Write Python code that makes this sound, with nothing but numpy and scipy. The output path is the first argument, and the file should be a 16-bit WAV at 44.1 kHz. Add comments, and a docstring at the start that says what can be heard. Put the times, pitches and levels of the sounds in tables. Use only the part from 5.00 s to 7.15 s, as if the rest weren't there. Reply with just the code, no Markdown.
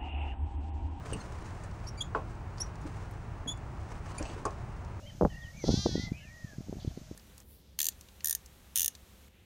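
"""A soft hiss hangs over an open paddock; songbirds whistle and twitter in the hedge, which echoes faintly.
Almost at once a gust pops and rumbles on the microphone. With the next gust a lamb close by gives
one thin, bright bleat: its vocal folds ring a small throat, crack once and slacken to a creak.
The birds carry on, and weaker gusts buffet the microphone to the end."""
import sys
import numpy as np
from scipy import signal
from scipy.fft import rfft, irfft
from scipy.io import wavfile

SR = 44100
rng = np.random.default_rng(int(sys.argv[2]) if len(sys.argv) > 2 else 0)


def generate_wav(signal):
    """Clip the signal to [-1, 1] and save it as 16-bit WAV at the path in sys.argv[1]."""
    frames = np.transpose(np.atleast_2d(signal))
    scaled = np.clip(frames, -1, 1) * 32767
    pcm = np.round(scaled).astype(np.int16)
    wavfile.write(sys.argv[1], SR, pcm)


N = 94815
T = np.arange(N) / SR
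TOP_HZ = 15500


def amp(db):
    """Decibels to gain."""
    return 10 ** (np.asarray(db) / 20)


def unit(x):
    """Scales to rms 1."""
    return x / np.sqrt(np.mean(x ** 2) + 1e-20)


def add(mix, start_s, sound):
    """Drops a sound into the mix at a given time."""
    part = mix[max(round(start_s * SR), 0):][:len(sound)]
    part += sound[:len(part)]


def drift(size, hz):
    """Random modulation below hz, with an rms of about 1."""
    passband = np.fft.rfftfreq(N, 1 / SR) < hz
    return unit(irfft(rfft(rng.standard_normal(N)) * passband, N))[:size]


def colour(x, points):
    """Minimum-phase EQ through points of (frequency [Hz], gain [dB])."""
    size = 8192
    hz, db = np.transpose(points)
    log_hz = np.log(abs(np.fft.fftfreq(size, 1 / SR)) + 1)
    log_gain = np.log(amp(np.interp(log_hz, np.log(hz), db)))
    taps = np.fft.ifft(np.exp(np.conj(signal.hilbert(log_gain)))).real[:size // 2]
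    return signal.fftconvolve(x, taps)[:len(x)]


def air():
    """The bed: an even, slightly wavering hiss of open field."""
    # tone of the outdoor hiss (frequency [Hz], gain [dB])
    hiss = [(30, -3), (200, -13), (420, -26), (620, -12.5), (850, -27.5), (1300, -24.5), (2900, -26.5),
            (4500, -26), (6400, -22.5), (8300, -34), (11000, -37), (15000, -37)]
    level_db, waver_db = -56.5, -0.66
    return unit(colour(rng.standard_normal(N), hiss)) * amp(level_db + waver_db * drift(N, hz=3.4))


def wind():
    """Lumpy turbulence rumbles; each eddy pops as a lopsided dip of pressure and sheds a short wake."""
    # swell of the turbulence (time [s], level [dB])
    gusts = [(0, -48.5), (.19, -47), (.24, -28), (.29, -41.5), (.45, -50), (.53, -51.5), (.62, -46),
             (.69, -29), (.8, -42.5), (1.0, -40.5), (1.13, -41.5), (1.18, -51.5), (1.4, -54.5), (1.55, -53),
             (1.7, -45.5), (1.9, -47), (2.06, -56), (2.15, -50.5)]
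    # tone of the turbulence (frequency [Hz], gain [dB])
    rumble = [(15, -24.5), (30, -3), (70, 4), (160, -1), (260, -13.5), (420, -24.5), (800, -16.5),
              (2000, -58.5)]
    # eddies striking the microphone (time [s], level [dB], main frequency [Hz])
    eddies = [(.152, -39.5, 135), (0.2121, -11.5, 413.4), (0.2167, -21, 218), (0.223, -13, 393),
              (.233, -11.5, 270), (.2510, -11.5, 467.6), (0.2546, -11, 280), (.263, -18.5, 302.2),
              (0.336, -38.5, 110), (0.412, -41, 60), (0.45, -33, 60), (0.6414, -19, 260), (.6435, -25, 300),
              (.679, -22, 121), (.6843, -20.5, 316), (0.692, -12, 235.9), (0.705, -17, 161.4),
              (.731, -22.5, 154), (.742, -13.5, 156.2), (.777, -22, 99), (0.792, -28, 148.1),
              (.859, -16.5, 186.2), (0.8621, -11.5, 330.8), (0.8924, -24.5, 217), (0.915, -28, 109),
              (.929, -28.5, 109.5), (0.9559, -16.5, 218), (.981, -21.5, 168), (.998, -23, 125),
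              (1.039, -25, 103), (1.1205, -19.5, 121.4), (1.253, -43.5, 130), (1.288, -47, 110),
              (1.447, -28.5, 92.6), (1.535, -40.5, 180), (1.585, -27, 132), (1.608, -32.5, 141.5),
              (1.686, -33.5, 210), (1.696, -26.5, 140), (1.728, -24.5, 270.5), (1.757, -35, 170),
              (1.771, -31.5, 129.4), (1.849, -27, 198.3), (1.878, -22, 122.7), (1.913, -35, 111),
              (1.976, -28, 201.5), (2.017, -36.5, 129), (2.114, -29, 203)]
    lumps_db, neutral_gust_db = 3, -29
    eddy_order, wake_s, wake_db = 1.92, 0.0033, -12.5
    gust = amp(np.interp(T, *np.transpose(gusts)))
    out = unit(colour(rng.standard_normal(N), rumble) * amp(lumps_db * drift(N, hz=36.6))) * gust
    top = signal.filtfilt(*signal.butter(2, 222, "high", fs=SR), out)
    out += top * ((gust / amp(neutral_gust_db)) ** 0.25 - 1)  # stronger gusts are brighter
    for (at, db, hz), skew in zip(eddies, 0.67 * rng.uniform(0, 1.9, len(eddies))):
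        passage = 2 * np.pi * hz * (T - at) / eddy_order
        dip = (np.exp(-1j * skew) / (1 - 1j * passage) ** (eddy_order + 1)).real
        age = np.maximum(T - at, 0) / wake_s
        wake = age * np.exp(1 - age) * drift(N, hz=.6 * hz) * np.sin(2 * np.pi * hz * T)
        out += amp(db) * (amp(wake_db) * wake - dip)
    return out


def birds():
    """Warbling whistles, each arching through three pitches. Two stems: song and far, rough twitter."""
    # bird notes and one faint low call from afar (start [s], length [s], first pitch [Hz],
    # middle pitch [Hz], last pitch [Hz], level [dB], warble depth [Hz])
    notes = [(0, 0.094, 586, 588, 580, -61, 38), (0.024, 0.052, 2810, 2940, 2930, -64.5, -2),
             (0.061, 0.05, 3000, 3154, 2940, -55, 0), (0.051, .035, 1900, 2200, 2800, -67, 0),
             (0.086, 0.031, 2650, 1980, 1770, -63.5, -4), (0.292, 0.04, 3070, 3010, 2800, -63.5, 30),
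             (0.321, 0.055, 2700, 2730, 2900, -65.5, 45), (.3, .216, 1830, 1865, 1868, -54.5, 72),
             (0.322, 0.027, 4600, 4600, 4660, -68.5, -5), (0.416, 0.063, 3560, 3140, 2690, -62.5, 56),
             (0.533, 0.055, 2200, 2260, 2240, -64, 0), (.568, 0.09, 2440, 2210, 1900, -58, 26),
             (.57, 0.089, 6470, 6080, 5680, -60.5, 56), (0.592, 0.038, 4230, 4210, 3860, -66, 0),
             (.865, 0.12, 1810, 1813, 1923, -63, 33), (0.957, .152, 1894, 2042, 2024, -50.5, 0),
             (1.13, 0.072, 2306, 2533, 2600, -58, 24), (1.143, 0.11, 2290, 2253, 1970, -66.5, 23),
             (1.166, 0.092, 2705, 2823, 2626, -61, 220), (1.241, 0.083, 2605, 2380, 2170, -65.5, 54),
             (1.201, .347, 1628, 1894, 1606, -59.5, 22), (1.797, 0.02, 4300, 3530, 3020, -60.5, 4),
             (1.809, 0.031, 4210, 4700, 4360, -63, 88), (1.833, .013, 3640, 3530, 3400, -71, 3),
             (1.844, 0.018, 4110, 4550, 4650, -69, 0), (1.866, 0.021, 3130, 3580, 4060, -65, 2),
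             (1.892, 0.015, 3900, 3280, 3100, -70, 0), (1.958, 0.028, 4720, 4200, 3900, -69, 0)]
    warble_hz, warble_fade_s, tremolo_db_per_hz, buzz_depth_hz = 43.6, .13, .06, 100
    waver_hz, rough_hz, twitter_above_hz = 15.2, 240, 3350
    edge_s, flutter_db = 0.0019, 2
    song, twitter = np.zeros((2, N))
    for start, length, first, middle, last, db, depth in notes:
        far = middle > twitter_above_hz
        t = np.arange(0, length, 1 / SR)
        progress = t / length
        rate = warble_hz * (3.9 if depth > buzz_depth_hz else 1)  # a deep warble is a fast buzz
        rate = rate * (1 + 0.27 * drift(len(t), hz=42))
        warble_fade = np.exp(-t / warble_fade_s)
        warble = np.sin(2 * np.pi * np.cumsum(rate) / SR) * warble_fade
        arch = np.polyval(np.polyfit([0, .5, 1], [first, middle, last], 2), progress)
        hz = arch + depth * warble + waver_hz * drift(len(t), hz=44.8)
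        hz += far * rough_hz * drift(len(t), hz=420)
        envelope = np.clip(np.minimum(t, length - t) / edge_s, 0, 1) * np.sin(np.pi * progress) ** 0.22
        tremolo = amp(tremolo_db_per_hz * min(depth, buzz_depth_hz) * (warble - warble_fade))
        whistle = unit(envelope * tremolo * np.sin(2 * np.pi * np.cumsum(hz) / SR))
        add(twitter if far else song, start, whistle * amp(db + flutter_db * drift(len(t), hz=55.6)))
    return song, twitter


def hedge(send):
    """Trees and hedge scatter the sound into a short tail of echoes."""
    predelay_s, t60_s, echoes_per_s = .008, .33, 2000
    t = T[:SR]
    taps = rng.standard_normal(SR) * (rng.random(SR) < echoes_per_s / SR)
    taps *= (t > predelay_s) * amp(-60 * t / t60_s)
    return signal.fftconvolve(send, taps / np.linalg.norm(taps))[:N]


def lamb():
    """Sharp vocal-fold pulses ring a small, bright throat; the ground returns a quick bounce."""
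    # contour of the bleat (time [s], pulse rate [Hz], level [dB])
    bleat = [(0.645, 314, -39), (0.659, 331.2, -47), (0.681, 350, -40.5), (0.693, 329.5, -47.5),
             (0.717, 365.6, -38.5), (0.729, 381, -40.5), (0.749, 373.6, -40), (0.785, 400.8, -39.5),
             (0.853, 402.3, -40), (0.899, 373.8, -44), (0.969, 365.7, -44), (0.989, 354.4, -44),
             (1.025, 359.5, -45.5), (1.037, 351.5, -45.5), (1.06, 345, -49.5)]
    # resonances of throat and mouth (frequency [Hz], gain [dB])
    throat = [(350, -16), (850, -60), (1250, -9.5), (1550, -12.5), (1900, -19), (2850, -17.5), (3300, -2.5),
              (3750, -3), (4400, 0.5), (4800, -2.5), (5400, -3), (6100, -4), (7000, -15.5), (7800, -28),
              (10200, -31), (14000, -48)]
    breath_s, breath_db, rasp_db, fade_s = .022, -12, -30, 0.012
    crack_at_s, crack_width_s, crack_treble_db = .982, .009, -9
    release_s, release_db, sag_hz_per_s = 0.042, -20, 6500
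    bright_db, dulling_db_per_s = 3.5, -13
    bounce_s, bounce_db = .001474, -11.5
    at, pitch, level = np.transpose(bleat)
    t = np.arange(at[0] - breath_s, at[-1] + release_s, 1 / SR)
    before, after = np.maximum(at[0] - t, 0), np.maximum(t - at[-1], 0)
    crack = np.exp(-((t - crack_at_s) / crack_width_s) ** 2)
    jitter = .0013 + .035 * crack + .002 * (t > crack_at_s)  # cracks once, stays a little hoarse
    hz = np.interp(t, at, pitch) - sag_hz_per_s * after  # the folds slacken to a creak
    hz = np.maximum(hz, pitch.min() / 2) * (1 + jitter * drift(len(t), hz=231))
    cycles = np.cumsum(hz) / SR
    pulses = unit(sum(np.cos(2 * np.pi * k * cycles) * (k * hz < TOP_HZ) for k in range(1, 80)))
    voiced = np.clip((t - at[0]) / fade_s, 0, 1)
    breath = amp(breath_db) * (1 - voiced) * (1 - before / breath_s)  # air flows before the folds catch
    puffs = unit(np.exp(-(cycles % 1) / 0.33) * rng.standard_normal(len(t)))
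    shimmer = 1 + .02 * drift(len(t), hz=150)
    voice = colour(voiced * pulses * shimmer + puffs * (amp(rasp_db) + breath), throat)
    treble = signal.filtfilt(*signal.butter(3, 4800, "high", fs=SR), voice)
    treble_db = bright_db + dulling_db_per_s * (t - t[0])  # dulls as the mouth closes
    voice += treble * (amp(treble_db + crack_treble_db * crack) - 1)
    voice += amp(bounce_db) * np.interp(t - bounce_s, t, voice, left=0)
    envelope = amp(np.interp(t, at, level) + release_db * after / release_s)
    fade_out = np.clip((t[-1] - t) / fade_s, 0, 1)
    out = np.zeros(N)
    add(out, t[0], unit(voice) * envelope * fade_out)
    return out


def scene():
    """Everything sits in the centre; only a very faint hiss spreads left and right."""
    bleat = lamb()
    song, twitter = birds()
    echo = hedge(amp(-17) * bleat + amp(-12) * song + amp(-1.5) * twitter)  # the twitter is wettest
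    mono = bleat + song + twitter + echo + wind() + air()
    return mono + amp(-95) * rng.standard_normal((2, N))


def record(dry):
    """A steep low-pass trims the very top of the mix."""
    lowpass = signal.firwin(511, TOP_HZ, window=("kaiser", 9), fs=SR)
    return signal.oaconvolve(dry, lowpass[None], "same")


dry = scene()
out = record(dry)
generate_wav(out)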